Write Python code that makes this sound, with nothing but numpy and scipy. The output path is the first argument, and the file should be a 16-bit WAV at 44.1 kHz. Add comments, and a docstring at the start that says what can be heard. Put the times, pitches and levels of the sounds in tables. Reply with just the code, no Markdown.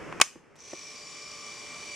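"""A film camera winds on

Close to the microphone, a compact camera's plastic back snaps shut and fingers bump the shell.
A small motor then winds the film: its little gear whines, a slower wheel hums, the brushes hiss
and the gears rattle. The snap makes the recorder turn itself down, and the level creeps back
while the motor runs. A small room adds a short echo and steady noise."""
import sys
import numpy as np
from scipy import signal
from scipy.fft import rfft, irfft, next_fast_len
from scipy.io import wavfile
from scipy.ndimage import uniform_filter1d, map_coordinates

SR = 44100
rng = np.random.default_rng(int(sys.argv[2]) if len(sys.argv) > 2 else 0)


def dump(signal):
    """Clip the signal to [-1, 1] and save it as 16-bit WAV at the path in sys.argv[1]."""
    limited = np.clip(np.atleast_2d(signal).T, -1, 1)
    pcm = np.round(limited * 32767).astype(np.int16)
    wavfile.write(sys.argv[1], SR, pcm)


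N = 85995

# tone colour of the room's steady noise (f/Hz, level/dB)
AIR_COLOUR = [(20, -16), (58, -2.5), (85, -3.5), (140, 3.5), (260, 0), (430, 3), (700, -6), (1200, -6.5),
              (2400, -10), (3000, -17), (3900, -29.5), (5500, -22), (8000, -29), (11000, -38), (14000, -50),
              (16000, -84.5)]
# time the room's echo takes to fade by 60 dB (f/Hz, t/s)
ROOM_FADE = [(200, .25), (1200, 0.23), (3000, 0.35), (7000, 0.29), (14000, 0.31)]
# tone colour of that echo (f/Hz, level/dB)
ECHO_COLOUR = [(100, -9), (1100, -0.5), (2400, -4), (4000, -7), (6000, 3.5), (10000, -1), (14000, 3)]
# stereo width of the room and of the close sound: side against middle (f/Hz, level/dB)
ROOM_WIDTH = [(60, -1), (200, 0), (380, -3), (700, -5), (1300, -10), (2400, -11), (4400, -6.5),
              (8000, -2.5), (15000, 3.5)]
NEAR_WIDTH = [(60, 4), (200, -3.5), (400, -12), (700, -15.5), (1300, -20), (2400, -15), (4400, -8),
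              (8000, -7), (14000, -1)]

# finger bumps and hits of the latch (t/s, level/dB, treble cutoff f/Hz, hard edge level/dB)
FINGER_BUMPS = [(0.3575, -28, 320, -6.5), (0.732, -19.5, 2200, -24)]
LATCH_HITS = [(0.1254, -32, 1353, -26.5), (0.2006, -23, 1325, -13), (0.2113, -24.5, 1720, -16),
              (0.2129, -14.5, 999, -24.5), (.2138, 9, 8990, -22), (0.2158, -8.5, 12050, -21.5),
              (0.2226, -12.5, 9100, -21.5)]
# ringing notes of the held shell and of the back (f/Hz, level/dB, fade t/s)
SHELL_NOTES = [(160, -15, .07), (350, -2, .048), (530, 0, .022), (810, -4, .02), (1090, -7, .022),
               (1800, -9, .014)]
BACK_NOTES = [(1085, 2, .03), (1510, -6, .035), (1940, -2, .028), (2205, 2, .032), (2560, 4, .028),
              (3250, -6, .026), (4830, -10, .028), (5370, -12, .03), (6110, -10, .035), (6790, -8, .028)]
# tone colour of the latch's crack (f/Hz, level/dB)
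CRACK_COLOUR = [(40, -19), (300, -16.5), (750, -11), (1130, -1.5), (1750, -7), (2400, 3), (3700, -8.5),
                (6500, -4.5), (9000, -7.5), (12000, -13), (15000, -25), (18000, -50)]

# turns per second of the motor shaft (t/s, f/Hz)
SHAFT_SPEED = [(.556, 150), (.6, 205), (.72, 213), (.78, 214.2), (.9, 213.7), (1.0, 215.6), (1.11, 213),
               (1.17, 214.1), (1.31, 214.9), (1.36, 213.6), (1.48, 212.9), (1.59, 214.3), (1.67, 213.8),
               (1.87, 213.3), (1.95, 211)]
# teeth meeting as the motor starts (t/s, level/dB)
SLACK_TICKS = [(0.556, -40.5), (.5625, -39), (0.589, -39)]
# tone colours of those ticks, the gears' rumble and their rattle (f/Hz, level/dB)
TICK_COLOUR = [(500, -19), (2400, 6), (4000, -1), (6000, 4), (8000, -2), (12000, -12), (16000, -45.5)]
RUMBLE_COLOUR = [(40, -28), (130, -5.5), (230, 2), (450, -16.5), (750, -1.5), (1500, -9), (2000, -10.5),
                 (4000, -40), (16000, -90)]
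RATTLE_COLOUR = [(80, -14), (200, -6), (450, -0.5), (800, -14), (1500, -8.5), (2000, -2.5), (3000, -1.5),
                 (4000, -0.5), (4700, -1), (6200, 1), (7200, -3.5), (8700, -8), (10000, -15), (11500, -21),
                 (14000, -29.5), (16000, -77)]
# loudness of the rumble, the rattle and the brush hiss (t/s, level/dB)
RUMBLE_LEVEL = [(.556, -52), (.8, -50), (1.3, -51), (1.55, -46), (1.75, -41), (1.95, -51.5)]
RATTLE_LEVEL = [(.556, -56.5), (.6, -43.5), (.66, -37.5), (.73, -33.5), (1.0, -34.5), (1.4, -34.5),
                (1.95, -34)]
BRUSH_LEVEL = [(.556, -63), (.6, -37.5), (.74, -35.5), (.85, -32), (.98, -39.5), (1.3, -36.5),
               (1.65, -44.5), (1.95, -50)]
# pitch at which the brushes ring (t/s, f/Hz)
HISS_PITCH = [(.6, 5940), (.75, 5926), (.87, 5534), (1.1, 5395), (1.95, 5536)]
# pitches that the hollow body boosts (f/Hz, width f/Hz, boost level/dB)
BODY_PEAKS = [(1180, 57, 10.5), (2340, 270, 12.5), (6080, 400, 5), (7855, 500, 8), (9520, 330, 6.5)]
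# swings in tooth pressure (cycles per turn of the slow wheel, share)
TOOTH_PRESSURE = [(1, 1), (2, .85), (6, .7)]
# the shaft's faint tones (cycles per turn), and each one against the rattle (level/dB)
SHAFT_MULTIPLES = [2, 2.75, 5, 5.25, 9, 10, 12, 14, 16, 17.5, 21, 21.75, 24, 26.25, 28, 28.25]
SHAFT_LEVELS = [-20, -17.5, -17, -19, -24, -20, -24, -17, -19, -24, -15, -19, -21, -14, -17, -18]
# boost of those tones as the film loads the gears (t/s, level/dB)
LOAD_BOOST = [(.8, 0), (1.2, 1.5), (1.9, 2)]
# loudness of the slow wheel's hum, the little gear's whine and its overtones (t/s, level/dB)
HUM_LEVEL = [(.556, -54.5), (1.05, -50), (1.25, -45), (1.49, -40.5), (1.58, -60), (1.66, -60),
             (1.71, -42.5), (1.87, -49.5), (1.93, -58)]
WHINE_LEVEL = [(.556, -73), (.725, -49), (.75, -40), (.88, -36.5), (.95, -44), (1.05, -48), (1.18, -39),
               (1.33, -40), (1.39, -44.5), (1.46, -40), (1.87, -36.5), (1.92, -32.5)]
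OVERTONE_LEVEL = [(.556, -78), (.75, -59), (.9, -53), (.98, -38.5), (1.45, -40.5), (1.85, -45.5),
                  (1.92, -40)]

MOTOR_START_S = .556
GEAR_TEETH, WHEEL_TEETH, SHAFT_TURNS_PER_WHEEL_TURN = 11, 11, 4


def amp(db):
    """Turns decibels into a gain."""
    return 10 ** (np.asarray(db) / 20)


def unit(x):
    """Scales a signal to an average power of 1."""
    return x / np.sqrt(np.mean(x ** 2) + 1e-20)


def along(points, hz):
    """Reads a (frequency, value) table at any pitch."""
    f, v = np.transpose(points)
    return np.interp(np.log(hz + 1), np.log(f + 1), v)


def curve(rows):
    """Reads a (time, value) table at every sample."""
    return np.interp(np.arange(N) / SR, *np.transpose(rows))


def wobble(rate):
    """A smooth curve through rate random points a second."""
    return map_coordinates(rng.standard_normal(int(N * rate / SR) + 4), [np.arange(N) * rate / SR])


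def filtered(x, response):
    """Gives each frequency in x the gain response(hz)."""
    n = x.shape[-1]
    padded = next_fast_len(n + 8192)
    return irfft(rfft(x, padded) * response(np.fft.rfftfreq(padded, 1 / SR)), padded)[..., :n]


def noise(colour, size=N):
    """Noise with the given tone colour."""
    return unit(filtered(rng.standard_normal(size), lambda hz: amp(along(colour, hz))))


def add(track, start_s, x):
    """Mixes x into the track."""
    i = round(start_s * SR)
    track[i:i + len(x)] += x[:N - i]


def stereo(mid, side, width):
    """Makes left and right from what the ears share (mid) and what differs (side)."""
    share = lambda hz: amp(along(width, hz))
    mid = filtered(mid, lambda hz: 1 / np.hypot(1, share(hz)))
    side = filtered(side, lambda hz: share(hz) / np.hypot(1, share(hz)))
    return np.array([mid + side, mid - side])


def room_noise():
    """The room's steady, low rush."""
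    return stereo(noise(AIR_COLOUR), noise(AIR_COLOUR), ROOM_WIDTH)


def room_echo(x):
    """The small room answers with a short tail, different at each ear."""
    hz, t, spectrum = signal.stft(rng.standard_normal((2, SR // 2)), SR, nperseg=256)
    tail_db = along(ECHO_COLOUR, hz)[:, None] - 60 * t / along(ROOM_FADE, hz)[:, None]
    tail = signal.istft(spectrum * amp(tail_db), SR, nperseg=256)[1]
    mid, side = signal.fftconvolve(x[None], tail / np.linalg.norm(tail[0]), axes=1)[:, :N]
    return stereo(mid, side, ROOM_WIDTH)


def stereo_spread(x, delay_s=.001, fade_s=.02):
    """A very short smear makes the close sound differ between the ears, widening it."""
    t = np.arange(SR // 40) / SR
    smear = rng.standard_normal(len(t)) * amp(-60 * t / fade_s) * (t > delay_s)
    return signal.fftconvolve(x, smear / np.linalg.norm(smear))[:N]


def ring(notes, t):
    """Struck plastic rings with fading notes; loose parts make them drift."""
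    out = np.zeros(len(t))
    for hz, db, fade_s in notes:
        fade = amp(db + rng.standard_normal() - 60 * t / fade_s)
        drift = np.cumsum(rng.standard_normal(len(t))) * np.sqrt(120 / SR)
        out += fade * np.cos(2 * np.pi * hz * t + drift)
    return out


def opening_level(x):
    """The strength of the first 4 ms of a hit."""
    return np.sqrt(np.mean(x[:SR // 250] ** 2))


def contact(x, db, cutoff_hz, edge_db, edge_hz=8000):
    """A soft contact dulls a hit; a weaker, bright copy adds a hard edge."""
    dull = lambda hz: signal.sosfilt(signal.butter(2, hz, fs=SR, output='sos'), x)
    hit = dull(cutoff_hz) + amp(edge_db) * dull(edge_hz)
    return amp(db) * hit / opening_level(hit)


def fingers(attack_s=.00052, bass_cut_hz=90):
    """Fingers knock softly on the shell, which the hand muffles."""
    out, t = np.zeros(N), np.arange(SR // 6) / SR
    bass_cut = signal.butter(2, bass_cut_hz, 'high', fs=SR, output='sos')
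    for start_s, db, cutoff_hz, edge_db in FINGER_BUMPS:
        knock = ring(SHELL_NOTES, t) * (1 - np.exp(-t / attack_s))
        add(out, start_s, contact(signal.sosfilt(bass_cut, knock), db, cutoff_hz, edge_db))
    return out


def crack(t, burst_s=.016):
    """The plastic back shakes for an instant at many frequencies at once."""
    burst = rfft(rng.standard_normal(len(t)) * amp(-60 * t / burst_s))
    flat = burst / np.abs(burst)
    colour = amp(along(CRACK_COLOUR, np.fft.rfftfreq(len(t), 1 / SR)))
    x = irfft(flat * colour, len(t)) * amp(-60 * t / (4 * burst_s))
    return .5 * x / opening_level(x)


def latch(attack_s=.00014, ring_db=-13):
    """The back touches, slides over the catch and snaps home; each hit cracks and rings."""
    out, t = np.zeros(N), np.arange(SR // 6) / SR
    for start_s, db, cutoff_hz, edge_db in LATCH_HITS:
        hit = (crack(t) + amp(ring_db) * ring(BACK_NOTES, t)) * (1 - np.exp(-t / attack_s))
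        add(out, start_s, contact(hit, db, cutoff_hz, edge_db))
    return out


def slack_ticks(fade_s=.036):
    """Loose teeth tick together as the gears start to turn."""
    out, t = np.zeros(N), np.arange(SR // 12) / SR
    for start_s, db in SLACK_TICKS:
        add(out, start_s, amp(db - 60 * t / fade_s) * noise(TICK_COLOUR, size=len(t)))
    return out


def chatter(turns, depth_db, grain_db):
    """Tooth pressure shakes the level: a pattern on each turn of the slow wheel, plus chance."""
    wheel_turns = turns / SHAFT_TURNS_PER_WHEEL_TURN
    pattern = sum(share * np.cos(2 * np.pi * k * wheel_turns) for k, share in TOOTH_PRESSURE)
    return unit(amp(depth_db * unit(pattern) + grain_db * wobble(900)))


def gear_rumble(turns):
    """The loaded gears rumble in the shell, swelling as the film tightens."""
    return amp(curve(RUMBLE_LEVEL)) * noise(RUMBLE_COLOUR) * chatter(turns, depth_db=1, grain_db=2.5)


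def gear_rattle(turns):
    """Teeth scrape and knock, ringing the hollow body."""
    def response(hz):
        boost_db = sum(db / (1 + (2 * (hz - peak) / width) ** 2) for peak, width, db in BODY_PEAKS)
        return amp(along(RATTLE_COLOUR, hz) + boost_db)
    scrape = rng.standard_normal(N) * chatter(turns, depth_db=.74, grain_db=1.4)
    return amp(curve(RATTLE_LEVEL)) * unit(filtered(scrape, response))


def brushes(turns, rasp_hz=420, settled_hz=210, settled_s=1.15):
    """The motor's sliding contacts rasp; their hiss narrows and sinks as it settles."""
    band = lambda width: unit(filtered(rng.standard_normal((2, N)), lambda hz: 1 / (1 + (hz / width) ** 2)))
    settled = curve([(MOTOR_START_S, 0), (settled_s, 1)]) ** 2
    low = np.sqrt(1 - settled) * band(rasp_hz) + np.sqrt(settled) * band(settled_hz)
    phase = 2 * np.pi * np.cumsum(curve(HISS_PITCH)) / SR
    hiss = unit(low[0] * np.cos(phase) + low[1] * np.sin(phase))  # moves the low noise up in pitch
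    return amp(curve(BRUSH_LEVEL)) * hiss * chatter(turns, depth_db=1.7, grain_db=.5)


def wheel_ripple(turns):
    """The off-centre slow wheel makes a ripple that repeats on each of its turns."""
    wheel_turns = turns / SHAFT_TURNS_PER_WHEEL_TURN
    waves = [np.cos(2 * np.pi * (k * wheel_turns + rng.random())) / np.sqrt(k) for k in range(1, 5)]
    return unit(sum(waves))


def tone(turns, per_turn, waver_db, rough, ripple):
    """A wavering tone that follows the shaft, roughened by uneven teeth and the off-centre wheel."""
    phase = 2 * np.pi * (per_turn * turns + rng.random())
    uneven = lambda: rough * wobble(110) + ripple * wheel_ripple(turns)
    level = np.sqrt(2) * amp(waver_db * wobble(13.74))
    return level * ((1 + uneven()) * np.sin(phase) + uneven() * np.cos(phase))


def gear_tones(turns, spool_per_turn=.22, pulse_depth=.34):
    """Teeth meet in rhythm: the little gear whines, the slow wheel hums, the shaft adds faint tones."""
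    # the teeth press tighter once per turn of the film spool
    pulse = 1 + pulse_depth * np.cos(2 * np.pi * spool_per_turn * turns)
    whine = pulse * tone(turns, GEAR_TEETH, waver_db=.4, rough=.13, ripple=.06)
    second = amp(-3) * tone(turns, 2 * GEAR_TEETH, waver_db=1.2, rough=.35, ripple=.35)
    third = amp(-3.5) * tone(turns, 3 * GEAR_TEETH, waver_db=1, rough=.3, ripple=.28)
    hum = tone(turns, 2 * WHEEL_TEETH / SHAFT_TURNS_PER_WHEEL_TURN, waver_db=1, rough=.3, ripple=.25)
    shaft = sum(amp(db) * tone(turns, k, waver_db=1.4, rough=.3, ripple=.15)
                for k, db in zip(SHAFT_MULTIPLES, SHAFT_LEVELS))
    return (amp(curve(WHINE_LEVEL)) * whine
            + amp(curve(OVERTONE_LEVEL)) * (second + third)
            + amp(curve(HUM_LEVEL)) * hum
            + amp(curve(RATTLE_LEVEL) + curve(LOAD_BOOST)) * shaft)


def motor():
    """One spinning shaft drives the tones, the rattle, the rumble and the brushes."""
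    turns = np.cumsum(curve(SHAFT_SPEED)) / SR
    running = np.arange(N) / SR > MOTOR_START_S
    whirr = gear_tones(turns) + gear_rattle(turns) + gear_rumble(turns) + brushes(turns)
    return running * whirr + slack_ticks()


def scene(echo_db=-16, noise_db=-42):
    """The camera close to the microphone, its echo and the room's steady noise."""
    camera = latch() + fingers() + motor()
    close = stereo(camera, stereo_spread(camera), NEAR_WIDTH)
    return close + amp(echo_db) * room_echo(camera) + amp(noise_db) * room_noise()


def record(dry, threshold_db=-8.5, recovery_db_per_s=3, top_hz=21800):
    """The recorder turns a loud sound down at once and recovers slowly; the snap's peak clips."""
    power = np.abs(uniform_filter1d(np.mean(dry ** 2, axis=0), size=220))
    over_db = np.maximum(10 * np.log10(power + 1e-12) - threshold_db, 0)
    recovery_db = recovery_db_per_s * np.arange(N) / SR
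    cut_db = np.maximum.accumulate(over_db + recovery_db) - recovery_db
    clipped = np.clip(dry * amp(-cut_db), -1, 1)
    return filtered(clipped, lambda hz: hz < top_hz)


dry = scene()
out = record(dry)
dump(out)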